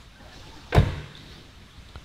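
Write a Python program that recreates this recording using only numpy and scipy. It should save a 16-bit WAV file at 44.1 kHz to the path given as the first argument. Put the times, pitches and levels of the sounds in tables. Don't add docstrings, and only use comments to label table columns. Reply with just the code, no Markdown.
import sys
import numpy as np
from scipy import signal
from scipy.fft import rfft, irfft, next_fast_len
from scipy.io import wavfile
from scipy.ndimage import uniform_filter1d, map_coordinates

SR = 44100
rng = np.random.default_rng(int(sys.argv[2]) if len(sys.argv) > 2 else 0)


def dump_mix(stems):
    frames = np.atleast_2d(stems).T
    limited = np.clip(frames, -1, 1)
    pcm = np.round(limited * 32767).astype(np.int16)
    wavfile.write(sys.argv[1], SR, pcm)


def volts_from_db(level):
    exponent = np.asarray(level, float) / 20
    return 10 ** exponent


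N = 89964
T_S = np.arange(N) / SR

# t/s, ring level/dB, clack level/dB
LATCH_CATCHES = [
    (.7235, -31.5, -27),
    (0.7265, -28, -31),
]
# t/s, ring level/dB, clack level/dB, crack level/dB
DOOR_BLOWS = [
    (0.7466, -22, -29, -31.5),
    (.7485, -27.5, -20.5, -32.5),
    (0.7604, -21.5, -29.5, -43),
    (0.7649, -22, -32, -40.5),
    (.7765, -24.5, -29.5, -46),
    (0.7842, -34, -26.5, -41),
]


def unit(x):
    return x / np.sqrt(np.mean(x ** 2) + 1e-20)


def along(points, hz):
    f, v = np.transpose(points)
    return np.interp(np.log(hz + 1), np.log(f + 1), v)


def curves(rows):
    s, *cols = np.transpose(rows)
    return [np.interp(T_S, s, c) for c in cols]


def wobble(rate_hz, size=N):
    knots = rng.standard_normal(int(size * rate_hz / SR) + 4)
    return map_coordinates(knots, [np.arange(size) * rate_hz / SR])


def filtered(x, response):
    m = next_fast_len(x.shape[-1] + SR // 2)
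    spectrum = rfft(x, m) * response(np.fft.rfftfreq(m, 1 / SR))
    return irfft(spectrum, m)[..., :x.shape[-1]]


def coloured(x, points):
    return filtered(x, lambda hz: volts_from_db(along(points, hz)))


def low_cut(x, corner_hz):
    return filtered(x, lambda hz: 1 / (1 + (corner_hz / (hz + 1)) ** 6))


def rush(spectrum, patchy_db):
    z = signal.stft(rng.standard_normal(N), nperseg=512)[2]
    field = uniform_filter1d(rng.standard_normal(z.shape), size=6, axis=0)
    field = uniform_filter1d(field, size=8, axis=1)
    x = signal.istft(z * volts_from_db(patchy_db * unit(field)), nperseg=512)[1][:N]
    return unit(coloured(x, spectrum))


def decay(t, db, t60_s, rise_s):
    return volts_from_db(db - 60 * t / t60_s) * (1 - np.exp(-t / rise_s))


def add(x, s, db, hz, t60_s, rise_s, rough=0):
    t = np.arange(SR // 4 if hz > 300 else SR // 2) / SR
    phase = 2 * np.pi * hz * t + rough * wobble(102, size=len(t))
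    mode = decay(t, db, t60_s, rise_s) * np.sin(phase)
    part = x[round(s * SR):][:len(t)]
    part += mode[:len(part)]


def bursts(rows, rise_s):
    return sum(decay(np.maximum(T_S - s, 0), db, t60_s, rise_s) for s, db, t60_s in rows)


def hum():
    # f/Hz, level/dB per Hz
    hum_spectrum = [(20, -7.5), (70, -1.5), (160, -10), (450, -23.5), (1500, -23.5), (3600, -25.5),
                    (8000, -39), (15600, -51)]
    # t/s, level/dB
    floor_level = [(0, 4.5), (.06, 1.5), (.13, 0.5), (2.04, 2)]
    level_db = -49.5 + curves(floor_level)[0] + .8 * wobble(3)
    return volts_from_db(level_db) * rush(hum_spectrum, patchy_db=1.2)


def hall(x):
    # f/Hz, t60/s
    hall_t60 = [(40, 0.63), (120, 0.96), (250, 0.91), (700, 0.75), (1500, 1.17), (3000, 1.42), (6000, 1.37),
                (12000, 0.83)]
    # f/Hz, level/dB
    hall_gain = [(40, -6), (120, -9), (250, 0.5), (700, -10.5), (1500, 0.5), (3000, -4), (6000, 2.5),
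                 (14000, 5)]
    delay_s, length = .012, SR * 3 // 2
    hz, t, z = signal.stft(rng.standard_normal(length), SR, nperseg=1024)
    fade = volts_from_db(-60 * t / along(hall_t60, hz)[:, None])
    fade /= np.sqrt(np.mean(fade ** 2, axis=1, keepdims=True) * length)
    fade *= volts_from_db(along(hall_gain, hz))[:, None]
    tail = np.pad(signal.istft(z * fade, SR, nperseg=1024)[1], (round(delay_s * SR), 0))
    return signal.fftconvolve(x, tail)[:N]


def echo(boom):
    # f/Hz, level/dB
    slam_colour = [(150, -32), (260, 0), (689, -1), (1390, -14), (1680, -13), (3680, -20), (5100, -32.5),
                   (15500, -56)]
    slam_db, boom_db = 43.5, -9
    blows = np.zeros(N)
    for row in [*LATCH_CATCHES, *DOOR_BLOWS]:
        blows[round(row[0] * SR)] = volts_from_db(row[2] + slam_db)
    return hall(coloured(blows, slam_colour) + volts_from_db(boom_db) * boom)


def handling():
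    # t/s, effort level/dB
    rustle = [(1.1, -40), (1.15, -6.5), (1.23, -5), (1.31, 1), (1.4, -3), (1.5, -11), (1.6, -44)]
    # f/Hz, level/dB per Hz
    cloth_spectrum = [(100, 2), (300, 1.5), (700, -13), (2500, -15.5), (4300, -7.5), (6000, -22),
                      (12000, -35)]
    # t/s, level/dB, t60/s
    snaps = [(.012, -62, .3), (1.152, -50, .01), (1.165, -50, .01), (1.17, -49, .008), (1.175, -45, .018),
             (1.198, -51, .015), (1.209, -52, .01), (1.8875, -47.5, .018), (1.9568, -45, .008)]
    # f/Hz, level/dB per Hz
    snap_spectrum = [(1500, -12), (2800, -2), (4000, 0), (5500, -5), (8500, -11), (15000, -24)]
    # t/s, level/dB, f/Hz, t60/s
    ticks = [(1.152, -30.5, 3540, 0.015), (1.165, -35, 3250, .006), (1.1695, -36, 3970, 0.013),
             (1.1745, -37, 3560, 0.011), (1.1765, -37, 4160, .006), (1.185, -42, 3800, 0.027),
             (1.1975, -40, 3900, 0.009), (1.2015, -35, 3800, .006), (1.209, -37, 3330, 0.0073),
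             (1.8875, -40.5, 3930, 0.017), (1.8896, -38.5, 3240, 0.011), (1.9568, -32, 1410, 0.021),
             (1.956, -32.5, 3950, .007), (1.957, -34, 2940, 0.0065), (1.964, -38, 3100, .008)]
    # t/s, level/dB, length/s
    taps = [
        (1.9569, -23, .0016),
        (1.9815, -36, .004),
    ]
    # t/s, level/dB, f/Hz, t60/s, rise/s
    tap_ring = [
        (1.959, -28.5, 82, .06, .001),
        (1.972, -38, 62, .2, .003),
    ]
    effort_db, = curves(rustle)
    x = volts_from_db(-47.5 + effort_db + 0.53 * wobble(90)) * rush(cloth_spectrum, patchy_db=2.5)
    x += bursts(snaps, rise_s=0.00047) * rush(snap_spectrum, patchy_db=1.5)
    for row in ticks:
        add(x, *row, rise_s=.0005, rough=0.13)
    for row in tap_ring:
        add(x, *row)
    for s, db, length_s in taps:
        u = np.maximum(T_S - s, 0) / length_s
        x -= volts_from_db(db) * np.minimum(u * 13, 1) * np.exp(-3 * u)
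    return x


def swing():
    # t/s, hinge f/Hz, speed level/dB
    motion = [(.14, 520, -25), (.2, 560, -2.5), (.27, 640, -1.5), (.34, 740, 0.5), (.42, 820, 0),
              (.54, 895, 0), (.64, 900, 0), (.69, 894, -0.5), (.73, 900, 0)]
    # f/Hz, level/dB per Hz
    air_spectrum = [(20, 2), (60, -2), (250, -8.5), (700, -15), (1700, -16.5), (3000, -44.5)]
    # f/Hz, level/dB per Hz
    edge_spectrum = [(1200, -19), (2500, -2.5), (4200, 0), (6000, -7.5), (9000, -21), (13000, -30),
                     (15500, -30)]
    # t/s, level/dB, f/Hz, t60/s
    strap = [(.155, -50, 1563, 0.29), (.198, -39.5, 227.4, 0.15), (.2, -49.5, 529, 0.2),
             (.255, -49, 612, 0.27), (.525, -41, 912, 0.085), (0.561, -38, 294, 0.12),
             (.2, -48.5, 812, 0.27), (.2, -40, 1785, 0.046), (0.319, -44, 1730, 0.11)]
    whine_hz, speed_db = curves(motion)
    speed_db = speed_db - 60 * (T_S > motion[-1][0])
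    air_db = -47 + speed_db - 1.5 * (T_S > 0.6)
    air = volts_from_db(air_db) * rush(air_spectrum, patchy_db=3.0)
    edge_db = -53.5 + 4.4 * speed_db + 1.0 * wobble(120.6)
    edge = volts_from_db(edge_db) * rush(edge_spectrum, patchy_db=-1.5)
    whine_db = -59 + speed_db + 4 * wobble(20.1)
    whine = volts_from_db(whine_db) * np.sin(2 * np.pi * np.cumsum(whine_hz + 14 * wobble(42.8)) / SR)
    for row in strap:
        add(air, *row, rise_s=.004, rough=0.72)
    return air + edge + whine


def thud():
    # t/s, level/dB, f/Hz, t60/s, rise/s
    booms = [(0.7568, -11.0, 60, 0.328, 0.0149), (0.7602, 3.0, 161, 0.029, 0.0129),
             (0.773, 3.0, 154, 0.12, 0.0445), (0.7765, -7.5, 107, 0.216, 0.0027),
             (0.7791, -18.0, 189, 0.146, 0.002), (0.7809, -7.5, 146, 0.249, 0.05),
             (0.7981, -11.0, 101, 0.22, 0.0049), (0.8241, 2.0, 45, 0.072, 0.05),
             (0.8249, -17.5, 140, 0.239, 0.0021), (0.8688, -17.5, 89, 0.213, 0.003),
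             (0.8853, -14.0, 76, 0.045, 0.0027), (0.9199, -22.5, 75, 0.081, 0.001),
             (.97, -27, 65, 0.197, 0.0043), (.95, -31.5, 150, 0.58, 0.025),
                (1.035, -36, 110, 0.26, 0.011)]
    x = np.zeros(N)
    for row in booms:
        add(x, *row)
    return x


def slam():
    # f/Hz, level/dB per Hz
    crack_spectrum = [(2000, -5.5), (4000, -4), (7000, -11.5), (15000, -21.5)]
    # f/Hz, level/dB per Hz
    clack_spectrum = [(120, -11.5), (250, 10.5), (600, -5.5), (1300, -7), (2500, -9), (3800, -17),
                      (4600, -20.5), (9000, -58)]
    # t/s,
    # level/dB, f/Hz, t60/s
    rattle = [(.7243, -25, 490, .07), (.7243, -25, 1560, .08), (.7265, -30, 1800, .03),
              (.727, -30, 900, .04), (.7275, -33, 3400, .02), (.7478, -17, 690, .05),
              (.748, -14, 385, .045), (.7495, -26, 2400, .01), (.7515, -28, 3600, .012),
              (.7535, -25, 1000, .05), (.7555, -31, 2300, .012), (.7645, -19, 690, .05),
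              (.7662, -24, 3800, .014), (.767, -26, 1750, .02), (.7665, -32, 4600, .008),
              (.7755, -28, 1800, .015), (.7765, -18, 455, .11), (.7845, -23, 1600, .01),
              (.7848, -26, 2700, .008), (.7865, -30, 3650, .012), (.7935, -32, 3600, .014),
              (.822, -28, 600, .05)]
    # f/Hz, level/dB, t60/s
    striker = [(7600, -57, .12), (8250, -60, .1), (9500, -60, .12), (10700, -62, .22), (12400, -63, .22),
               (13200, -64, .22), (14300, -64, .22)]
    # f/Hz, level/dB, t60/s
    pawl = [(484, -4, .08), (690, -5, .06), (900, -7, .05), (1534, -5, .09), (1800, -7, .05),
            (2030, -13, .05), (2767, -12, .05), (3515, -8, .06)]
    # f/Hz, level/dB, t60/s
    skin = [(390, -5, .045), (463, -3, .14), (582, -2, .1), (697, -3, .08), (750, -7, .05), (900, -8, .08),
            (1030, -8, .08), (1540, -15, .05), (1710, -16, .05), (2050, -22, .04), (2800, -15, .04),
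            (3650, -21, .04)]
    crack_t60_s, clack_t60_s, striker_s = 0.036, 0.074, .762
    cracks = [(s, crack_db, crack_t60_s) for s, _, _, crack_db in DOOR_BLOWS]
    door = bursts(cracks, rise_s=0.00039) * rush(crack_spectrum, patchy_db=3.5)
    clack = low_cut(rush(clack_spectrum, patchy_db=2.0), 230)
    thin_clack = low_cut(clack, 400)
    for hits, noise in (LATCH_CATCHES, thin_clack), (DOOR_BLOWS, clack):
        door += bursts([(row[0], row[2], clack_t60_s) for row in hits], rise_s=0.00013) * noise
    for row in rattle:
        add(door, *row, rise_s=.0003, rough=0.35)
    for hz, db, t60_s in striker:
        add(door, striker_s, db, hz, t60_s, rise_s=.006, rough=0.6)
    for hits, modes in (LATCH_CATCHES, pawl), (DOOR_BLOWS, skin):
        for row in hits:
            for hz, db, t60_s in modes:
                mode_db = row[1] + db + rng.normal(0, 1.4)
                add(door, row[0], mode_db, hz, t60_s, rise_s=.0008, rough=1.0)
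    return door


def ports(near, diffuse):
    # f/Hz, level/dB
    side_colour = [(50, -30.5), (200, -31.5), (500, -23.5), (1500, -21), (5000, -17.5), (9000, -8)]
    # f/Hz, level/dB per Hz
    hiss_spectrum = [(5000, -120), (7000, -7), (10000, -13), (15000, -13)]
    near_side_db, hiss_db, scatter_t60_s = -12, -77, 0.046
    t = np.arange(SR // 10) / SR
    scatter = rng.standard_normal(len(t)) * volts_from_db(-60 * t / scatter_t60_s)
    scatter /= np.linalg.norm(scatter)
    apart = signal.fftconvolve(diffuse + volts_from_db(near_side_db) * near, scatter)[:N]
    side = coloured(apart, side_colour) + volts_from_db(hiss_db) * rush(hiss_spectrum, patchy_db=-1.0)
    mid = near + diffuse
    return np.array([mid + side, mid - side])


def scene():
    door, boom = slam(), thud()
    return ports(door + boom, echo(boom) + swing() + handling() + hum())


def roll_off(x):
    return signal.sosfilt(signal.butter(12, 15760, fs=SR, output="sos"), x)


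def record(dry):
    port_hz, width_hz, port_db = 3725, 310, 4
    clip_level, knee, band_hz = .63, 8, 15780

    def port(f):
        damping = 1j * f * width_hz
        return 1 + (volts_from_db(port_db) - 1) * damping / (port_hz ** 2 - f * f + damping)

    x = filtered(dry, port)
    clipped = x / (1 + np.abs(x / clip_level) ** knee) ** (1 / knee)
    mix = filtered(clipped, lambda f: np.clip((band_hz - f) / 200, 0, 1))
    return roll_off(mix)


dry = scene()
out = record(dry)
dump_mix(out)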